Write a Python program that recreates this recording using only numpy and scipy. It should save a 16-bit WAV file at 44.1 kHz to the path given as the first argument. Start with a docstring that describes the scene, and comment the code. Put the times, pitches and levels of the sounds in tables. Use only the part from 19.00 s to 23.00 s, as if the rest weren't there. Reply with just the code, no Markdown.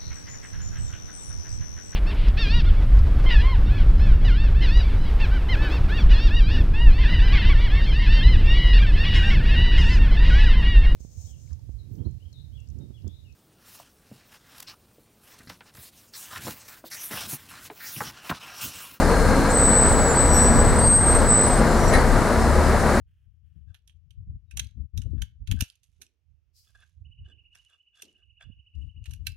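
"""A bus brake squeals near 8 kHz: friction keeps its modes ringing, and the tone hops between two
neighbours while others chirp. Road and house fronts throw the squeal back. Underneath, the diesel
booms and a drive drone dies away as the city bus creeps to a halt a few metres off. At the stop a valve
puffs air and the brake gear clinks. Engine and traffic roar, tyre hiss and low rumble form the bed."""
import sys
import numpy as np
from scipy import signal
from scipy.fft import rfft, irfft
from scipy.io import wavfile

SR = 44100
rng = np.random.default_rng(int(sys.argv[2]) if len(sys.argv) > 2 else 0)


def master_out(mix):
    """Clip the mix to full scale and print it as 16-bit PCM to the path in sys.argv[1]."""
    frames = np.transpose(np.atleast_2d(mix))
    ceiling = np.clip(frames, -1, 1)
    pcm = np.round(ceiling * 32767).astype(np.int16)
    wavfile.write(sys.argv[1], SR, pcm)


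N = 176400
T = np.arange(N) / SR
HZ = np.fft.rfftfreq(N, 1 / SR)

# Table levels are relative: trims and modulation act on top of them.
# main brake mode, pitch line (t/s, f/Hz)
SQUEAL_PITCH = [(.5, 8095), (.6, 8045), (.67, 8030), (.73, 7990), (.8, 8030), (.9, 8060), (.98, 8110),
                (1.13, 8120), (1.18, 8020), (1.3, 8000), (1.55, 8003), (1.7, 8030), (1.78, 8075),
                (1.82, 8285), (2.22, 8278), (2.24, 8090), (2.3, 8042), (2.4, 8048), (2.62, 8145)]
# its envelope (t/s, level/dB)
SQUEAL_LEVEL = [(.49, -58), (.51, -31), (.6, -20), (.8, -19), (.89, -24), (.96, -35), (1.1, -41),
                (1.19, -18.5), (1.29, -27), (1.38, -20), (1.47, -20), (1.53, -28), (1.6, -25), (1.68, -27),
                (1.75, -30.5), (1.795, -18.5), (1.81, -27), (1.85, -17.5), (1.97, -16.5), (2.03, -23),
                (2.075, -19.5), (2.17, -19.5), (2.2, -25), (2.25, -41), (2.305, -17.5), (2.42, -20),
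                (2.52, -27.5), (2.6, -37), (2.63, -63)]
# dips where it falters (t/s, level/dB)
SQUEAL_DIPS = [(.53, -6), (.745, -6), (1.27, -6), (1.355, -8), (1.52, -7), (1.58, -13), (1.638, -12),
               (1.672, -10), (1.72, -11), (1.75, -9), (1.78, -13), (2.055, -10), (2.142, -14), (2.183, -10),
               (2.212, -10), (2.5, -11)]
# neighbouring mode just below, pitch line (t/s, f/Hz)
NEIGHBOUR_PITCH = [(.72, 7750), (.93, 7820), (1.12, 7870), (1.9, 7912), (2.18, 7895), (2.32, 7835)]
# its envelope (t/s, level/dB)
NEIGHBOUR_LEVEL = [(.55, -60), (.68, -42), (.75, -34), (.86, -50), (.93, -29), (1.0, -29.5), (1.08, -24),
                   (1.14, -37), (1.25, -70), (1.85, -64.5), (1.97, -34), (2.05, -46), (2.18, -48),
                   (2.27, -30), (2.33, -36), (2.42, -66)]
# one swell of a lower mode (t/s, f/Hz, level/dB)
LOW_SQUEAL = [(1.24, 5850, -90), (1.28, 5845, -48), (1.32, 5790, -41), (1.345, 5732, -32),
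              (1.375, 5732, -33.5), (1.403, 5738, -43), (1.435, 5748, -36.5), (1.49, 5770, -47),
              (1.6, 5770, -50), (1.7, 5770, -90)]
# squeaks of other modes (start/s, length/s, f/Hz, glide/Hz, level/dB, roughness/0-1)
CHIRPS = [(.485, .04, 7265, -30, -35, .1), (1.075, .075, 7255, -25, -28, .05),
          (1.13, .12, 7245, 0, -45, .1), (1.14, .05, 4560, 100, -43.5, .5),
          (1.78, .12, 4630, 80, -41.5, .3), (1.915, .055, 4670, 30, -45.5, .35),
          (2.02, .22, 7300, 0, -49, .2), (2.63, .22, 7320, 50, -44, .15), (2.75, .19, 5800, 0, -43, 0),
          (2.87, .045, 7680, -30, -34, .1), (2.879, .013, 5730, 0, -32, .3),
          (2.97, .035, 4620, -40, -41, .2), (3.38, .12, 5280, -130, -48, .5),
          (3.6, .12, 4990, -70, -48, .4)]
# faint singing of the rubbing pads (f/Hz, start/s, end/s, level/dB, roughness/0-1)
PAD_SINGING = [(4190, .05, .55, -48, .1), (4185, .55, 1.9, -53, .15), (4225, 2.0, 2.8, -54, .4),
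               (5030, 1.0, 2.25, -59, .25), (5055, 2.2, 2.78, -51, .2)]
# slaps off road and house fronts (left delay/s, right delay/s, level/dB)
ECHOES = [(.0031, 0.0036, -19.5), (0.0111, .0119, -11), (0.026, .0255, -29)]
# diesel boom (t/s, firing-rate level/dB, octave level/dB)
BOOM = [(0, -21, -27.5), (.3, -21, -24), (.55, -26, -29.5), (.75, -20, -29), (1.1, -27.5, -31),
        (1.33, -26, -22.5), (1.5, -22, -30), (1.73, -24, -22), (1.95, -24, -34), (2.14, -21, -23.5),
        (2.45, -26, -33), (2.72, -19.5, -31.5), (3.0, -22, -28), (3.16, -17, -35), (3.3, -33, -29.5),
        (3.43, -20.5, -22), (3.68, -26, -20.5), (3.8, -28, -28.5), (4, -29, -23.5)]
# higher diesel orders (multiple of the firing rate, rolling level/dB, resting level/dB)
ORDERS = [(3.097, -40.5, -35.5), (4.283, -38.5, -38.5), (4.99, -34.5, -41.5), (6.375, -34.5, -32.5),
          (6.976, -36.5, -37.5), (8.01, -34, -45), (10.08, -63, -36.5), (13.67, -34.5, -50),
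          (27.33, -39.5, -38.5), (46.17, -39, -41.5)]
# colour of the escaping air (f/Hz, level/dB)
PUFF_SPECTRUM = [(500, -20), (1200, -7), (1500, 0), (1700, 4), (1900, 9), (2200, 1), (2600, -24),
                 (4000, -12), (7000, -21), (9700, -10.5), (12000, -43), (15500, -40)]
# hits of the settling brake gear (t/s, level/dB)
CLINKS = [(2.936, -24), (2.951, -26.5), (2.972, -29)]
# its ringing modes (f/Hz, level/dB, t60/s)
CLINK_MODES = [(1527, 1, 0.09), (1820, 2, .08), (1950, 2.5, 0.11), (2165, 2, 0.12), (4000, -3, .09),
               (4560, -15, 0.091), (8850, -11, .04), (9650, -3, 0.048)]
# colour of the engine and traffic roar, before its band-pass (f/Hz, level/dB)
ROAR_SPECTRUM = [(59, -38), (100, -2), (156, -4), (188, -5.5), (209, -3), (228, -3.5), (313, -8), (386, -8),
                 (467, -4.5), (742, -9), (936, -10), (1090, -13), (1180, -10.5), (1660, -16), (2090, -19.5),
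                 (2470, -27.5), (3320, -30), (4100, -22), (6120, -30), (9340, -33), (15500, -52)]
# colour of the tyre and pad hiss (f/Hz, level/dB)
HISS_SPECTRUM = [(2000, -7.5), (3200, -14.5), (4200, -0.5), (4800, -2), (6200, -3.5), (7500, -2.5),
                 (9500, -3), (12000, -12.5), (15500, -17.5)]
# envelopes of the bed (t/s, roar level/dB, hiss level/dB)
BED_LEVELS = [(0.02, -20.5, -41.5), (0.06, -22, -42.5), (1.78, -21.5, -44.5), (1.93, -25, -48),
              (1.96, -27.5, -50), (2.15, -21, -43), (2.32, -23, -45.5), (2.62, -21, -43.5),
              (2.91, -22.5, -43.5), (2.94, -18.5, -40), (2.96, -21, -43.5), (3.5, -22.5, -44.5),
              (3.97, -20.5, -43.5), (3.98, -20.5, -44.5)]
# colour of the low rumble (f/Hz, level/dB)
RUMBLE_SPECTRUM = [(10, -21), (22, -5.5), (33, 3), (50, -3.5), (88, -2.5), (125, -12), (200, -17.5),
                   (300, -23), (600, -65)]
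# its envelope (t/s, level/dB)
RUMBLE_LEVEL = [(0, -26.5), (.18, -26), (.5, -27.5), (.78, -29), (.88, -22.5), (1.1, -27), (1.33, -21.5),
                (1.47, -22.5), (1.72, -19), (1.8, -22), (1.88, -23), (2.02, -26), (2.15, -22), (2.3, -25),
                (2.65, -27.5), (2.95, -22), (3.3, -29.5), (3.42, -24.5), (3.7, -25), (4, -30.5)]
# how alike left and right are in the bed (f/Hz, correlation/0-1)
CORRELATION = [(60, 0.91), (125, 1), (250, 0.98), (500, 0.99), (1000, 0.97), (2000, 0.84), (3800, 0.89),
               (7500, 0.99), (10000, 1), (13000, 0.064)]
# pan of the noise layers (f/Hz, left minus right/dB)
PAN = [(60, 2.5), (150, 2.5), (400, 3.1), (1000, 3), (2400, 2), (6000, 0.3), (15000, -1)]

JITTER_HZ, FLUTTER_DB, THROB_DB = 6, .8, 1.1  # unsteadiness of the brake tones
SCRAPE_HZ, SCRAPE_DB = 45, 2.5  # extra jitter and flutter at full roughness
STREET_T60, STREET_TAIL_DB = .61, -13
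FIRING_HZ, FIRING_WANDER, BLUR_RAD = 35.2, .014, .035
SLOWING_S, STOPPED_S = .58, 2.34
PUFF_S, PUFF_RISE_S, PUFF_T60, PUFF_DB = 2.934, .005, .25, -19
DRONE_HZ, DRONE_HALF_WIDTH_HZ, DRONE_DB = 478, 38, -30.5


def brake_squeal():
    """Two neighbouring brake modes take turns and throb; a lower one swells once."""
    dips_db = sum(db * np.exp(-((T - at) / .006) ** 2) for at, db in SQUEAL_DIPS)
    out = brake_mode(curve(SQUEAL_PITCH)) * amp(curve(SQUEAL_LEVEL) + dips_db)
    out += brake_mode(curve(NEIGHBOUR_PITCH)) * amp(curve(NEIGHBOUR_LEVEL))
    gate = (T > SQUEAL_LEVEL[0][0]) * (T < SQUEAL_LEVEL[-1][0])
    out *= amp(THROB_DB * drift(rate_hz=26)) * gate
    low_db = curve(LOW_SQUEAL, column=2)
    low = brake_mode(curve(LOW_SQUEAL), rough=.13, octave_db=low_db + 26)  # brighter when louder
    return out + low * amp(low_db + .5)


def brake_mode(hz, rough=0, octave_db=-33):
    """Friction keeps a mode ringing: a jittering tone and its octave. 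A loose grip roughens it."""
    jitter = (JITTER_HZ + rough * SCRAPE_HZ) * drift(rate_hz=90)
    flutter = amp((FLUTTER_DB + rough * SCRAPE_DB) * drift(rate_hz=130))
    phase = 2 * np.pi * np.cumsum(hz + jitter) / SR
    return np.sqrt(2) * (np.sin(phase) + amp(octave_db) * np.sin(2 * phase)) * flutter


def brake_chirps():
    """Other brake modes squeak briefly, most with a small pitch bend."""
    out = np.zeros(N)
    for start, length, hz, glide, db, rough in CHIRPS:
        progress = np.clip((T - start) / length, 0, 1)
        out += brake_mode(hz + glide * progress, rough) * amp(db + 1) * np.sin(np.pi * progress)
    return out


def pad_singing():
    """The rubbing pads hold faint tones under the squeal."""
    out = np.zeros(N)
    for hz, start, end, db, rough in PAD_SINGING:
        fade = np.clip(np.minimum(T - start, end - T) / .028, 0, 1)
        out += brake_mode(hz, rough) * amp(db + THROB_DB * drift(rate_hz=20)) * fade
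    return out


def street(source):
    """Road and house fronts add a few slaps and a short diffuse tail."""
    t = T[:SR]
    response = rng.standard_normal((2, SR)) * amp(-60 * t / STREET_T60) * (t > .008)
    response *= amp(STREET_TAIL_DB) / np.linalg.norm(response[0])
    response[:, 0] = 1  # direct sound
    for left, right, db in ECHOES:
        response[[0, 1], [round(left * SR), round(right * SR)]] += amp(db)
    return signal.fftconvolve(source[None], response, axes=1)[:, :N]


def diesel(firings):
    """The two lowest orders boom; higher ones blur and shift their balance as the bus slows."""
    at_rest = np.interp(T, [SLOWING_S, STOPPED_S], [0, 1])
    levels = [(1, curve(BOOM) - 2), (2, curve(BOOM, column=2) - .5)]
    for order, rolling, resting in ORDERS:
        levels.append((order, rolling + (resting - rolling) * at_rest + 2.7 * drift(rate_hz=3.5)))
    out = np.zeros(N)
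    for order, db in levels:
        waver = .95 * drift(rate_hz=6.2) + BLUR_RAD * order * drift(rate_hz=23.7)
        out += np.sqrt(2) * amp(db) * np.sin(2 * np.pi * order * firings + waver)
    return out * amp([[1.4], [-2]])  # left of centre


def drive_drone():
    """A broad resonance of the drive dies away as the bus slows."""
    peak_db = -20 * np.log10(1 + ((HZ - DRONE_HZ) / DRONE_HALF_WIDTH_HZ) ** 2)
    fade_db = 6.5 * (T / 1.4) ** 2
    return noise(peak_db, per_bin(CORRELATION)) * amp(DRONE_DB - fade_db)


def air_valve():
    """A puff of compressed air: sharp attack, quick decay."""
    t = np.maximum(T - PUFF_S, 0)
    envelope = np.minimum(t / PUFF_RISE_S, 1) * amp(PUFF_DB - 60 * t / PUFF_T60)
    return noise(per_bin(PUFF_SPECTRUM), correlation=.46) * envelope


def gear_clinks():
    """The brake gear settles with a metallic rattle, each hit ringing its modes in a new mix."""
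    out, t = np.zeros(N), T[:SR // 4]
    for start, hit_db in CLINKS:
        for hz, mode_db, t60 in CLINK_MODES:
            envelope = amp(hit_db + mode_db - 60 * t / t60) * rng.uniform(.41, 1)
            ring = np.sin(2 * np.pi * (hz * t + rng.random()))
            out[round(start * SR):][:len(t)] += envelope * ring
    return out * amp([[1], [-1]])


def traffic_bed(firings):
    """Engine and traffic roar, roughened by each firing, with tyre and pad hiss and a low rumble."""
    correlation = per_bin(CORRELATION)
    knock = 1 + .1 * np.cos(2 * np.pi * firings)
    band_db = -10 * np.log10((1 + (110 / (HZ + 1)) ** 4) * (1 + (HZ / 2880) ** 6))  # 110-2880 Hz
    roar = noise(per_bin(ROAR_SPECTRUM) + band_db, correlation) * knock
    roar *= amp(curve(BED_LEVELS) + 1.5 + .5 * drift(rate_hz=11))
    hiss = noise(per_bin(HISS_SPECTRUM), correlation * .65)
    hiss *= amp(curve(BED_LEVELS, column=2) + 7.5 + .5 * drift(rate_hz=28))
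    rumble = noise(per_bin(RUMBLE_SPECTRUM), correlation=.4) * amp(curve(RUMBLE_LEVEL) + 2)
    return roar + hiss + rumble


def noise(spectrum_db, correlation):
    """Coloured stereo noise of rms 1, leaning left below the top treble."""
    left, independent = rfft(rng.standard_normal((2, N)))
    right = correlation * left + np.sqrt(1 - correlation ** 2) * independent
    pan_db = per_bin(PAN) / 2
    panned = np.array([left * amp(pan_db), right * amp(-pan_db)])
    return unit(irfft(panned * amp(spectrum_db), N))


def drift(rate_hz):
    """Smooth random modulation of rms about 1, rolling off above rate_hz."""
    times = np.linspace(0, T[-1], N // 49)
    hz = HZ[:len(times) // 2 + 1]
    spectrum = rfft(rng.standard_normal(len(times))) / (1 + (hz / rate_hz) ** 4) * (hz > 0)
    return np.interp(T, times, unit(irfft(spectrum, len(times))))


def curve(rows, column=1):
    """One column of a time table, at every sample."""
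    rows = np.array(rows)
    return np.interp(T, rows[:, 0], rows[:, column])


def per_bin(rows):
    """A frequency table, at every bin."""
    hz, value = np.transpose(rows)
    return np.interp(np.log(HZ + 1), np.log(hz + 1), value)


def amp(db):
    """Decibels to gain."""
    return 10 ** (np.asarray(db) / 20)


def unit(x):
    """Scales to rms 1."""
    return x / np.sqrt(np.mean(x ** 2) + 1e-20)


def scene():
    """The mix: brake in the street, diesel and drive, puff and clinks, traffic bed."""
    firings = np.cumsum(FIRING_HZ * (1 + FIRING_WANDER * drift(rate_hz=1.499))) / SR
    brake = street(brake_squeal() + brake_chirps() + pad_singing())
    brake *= amp(drift(rate_hz=20) * np.array([[.4], [-.4]]))  # slight left-right sway
    return brake + diesel(firings) + drive_drone() + traffic_bed(firings) + air_valve() + gear_clinks()


def record(dry):
    """A steep low-pass trims the very top of the mix."""
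    lowpass = signal.firwin(511, 15750, window=("kaiser", 9), fs=SR)
    return signal.oaconvolve(dry, lowpass[None], "same")


dry = scene()
out = record(dry)
master_out(out)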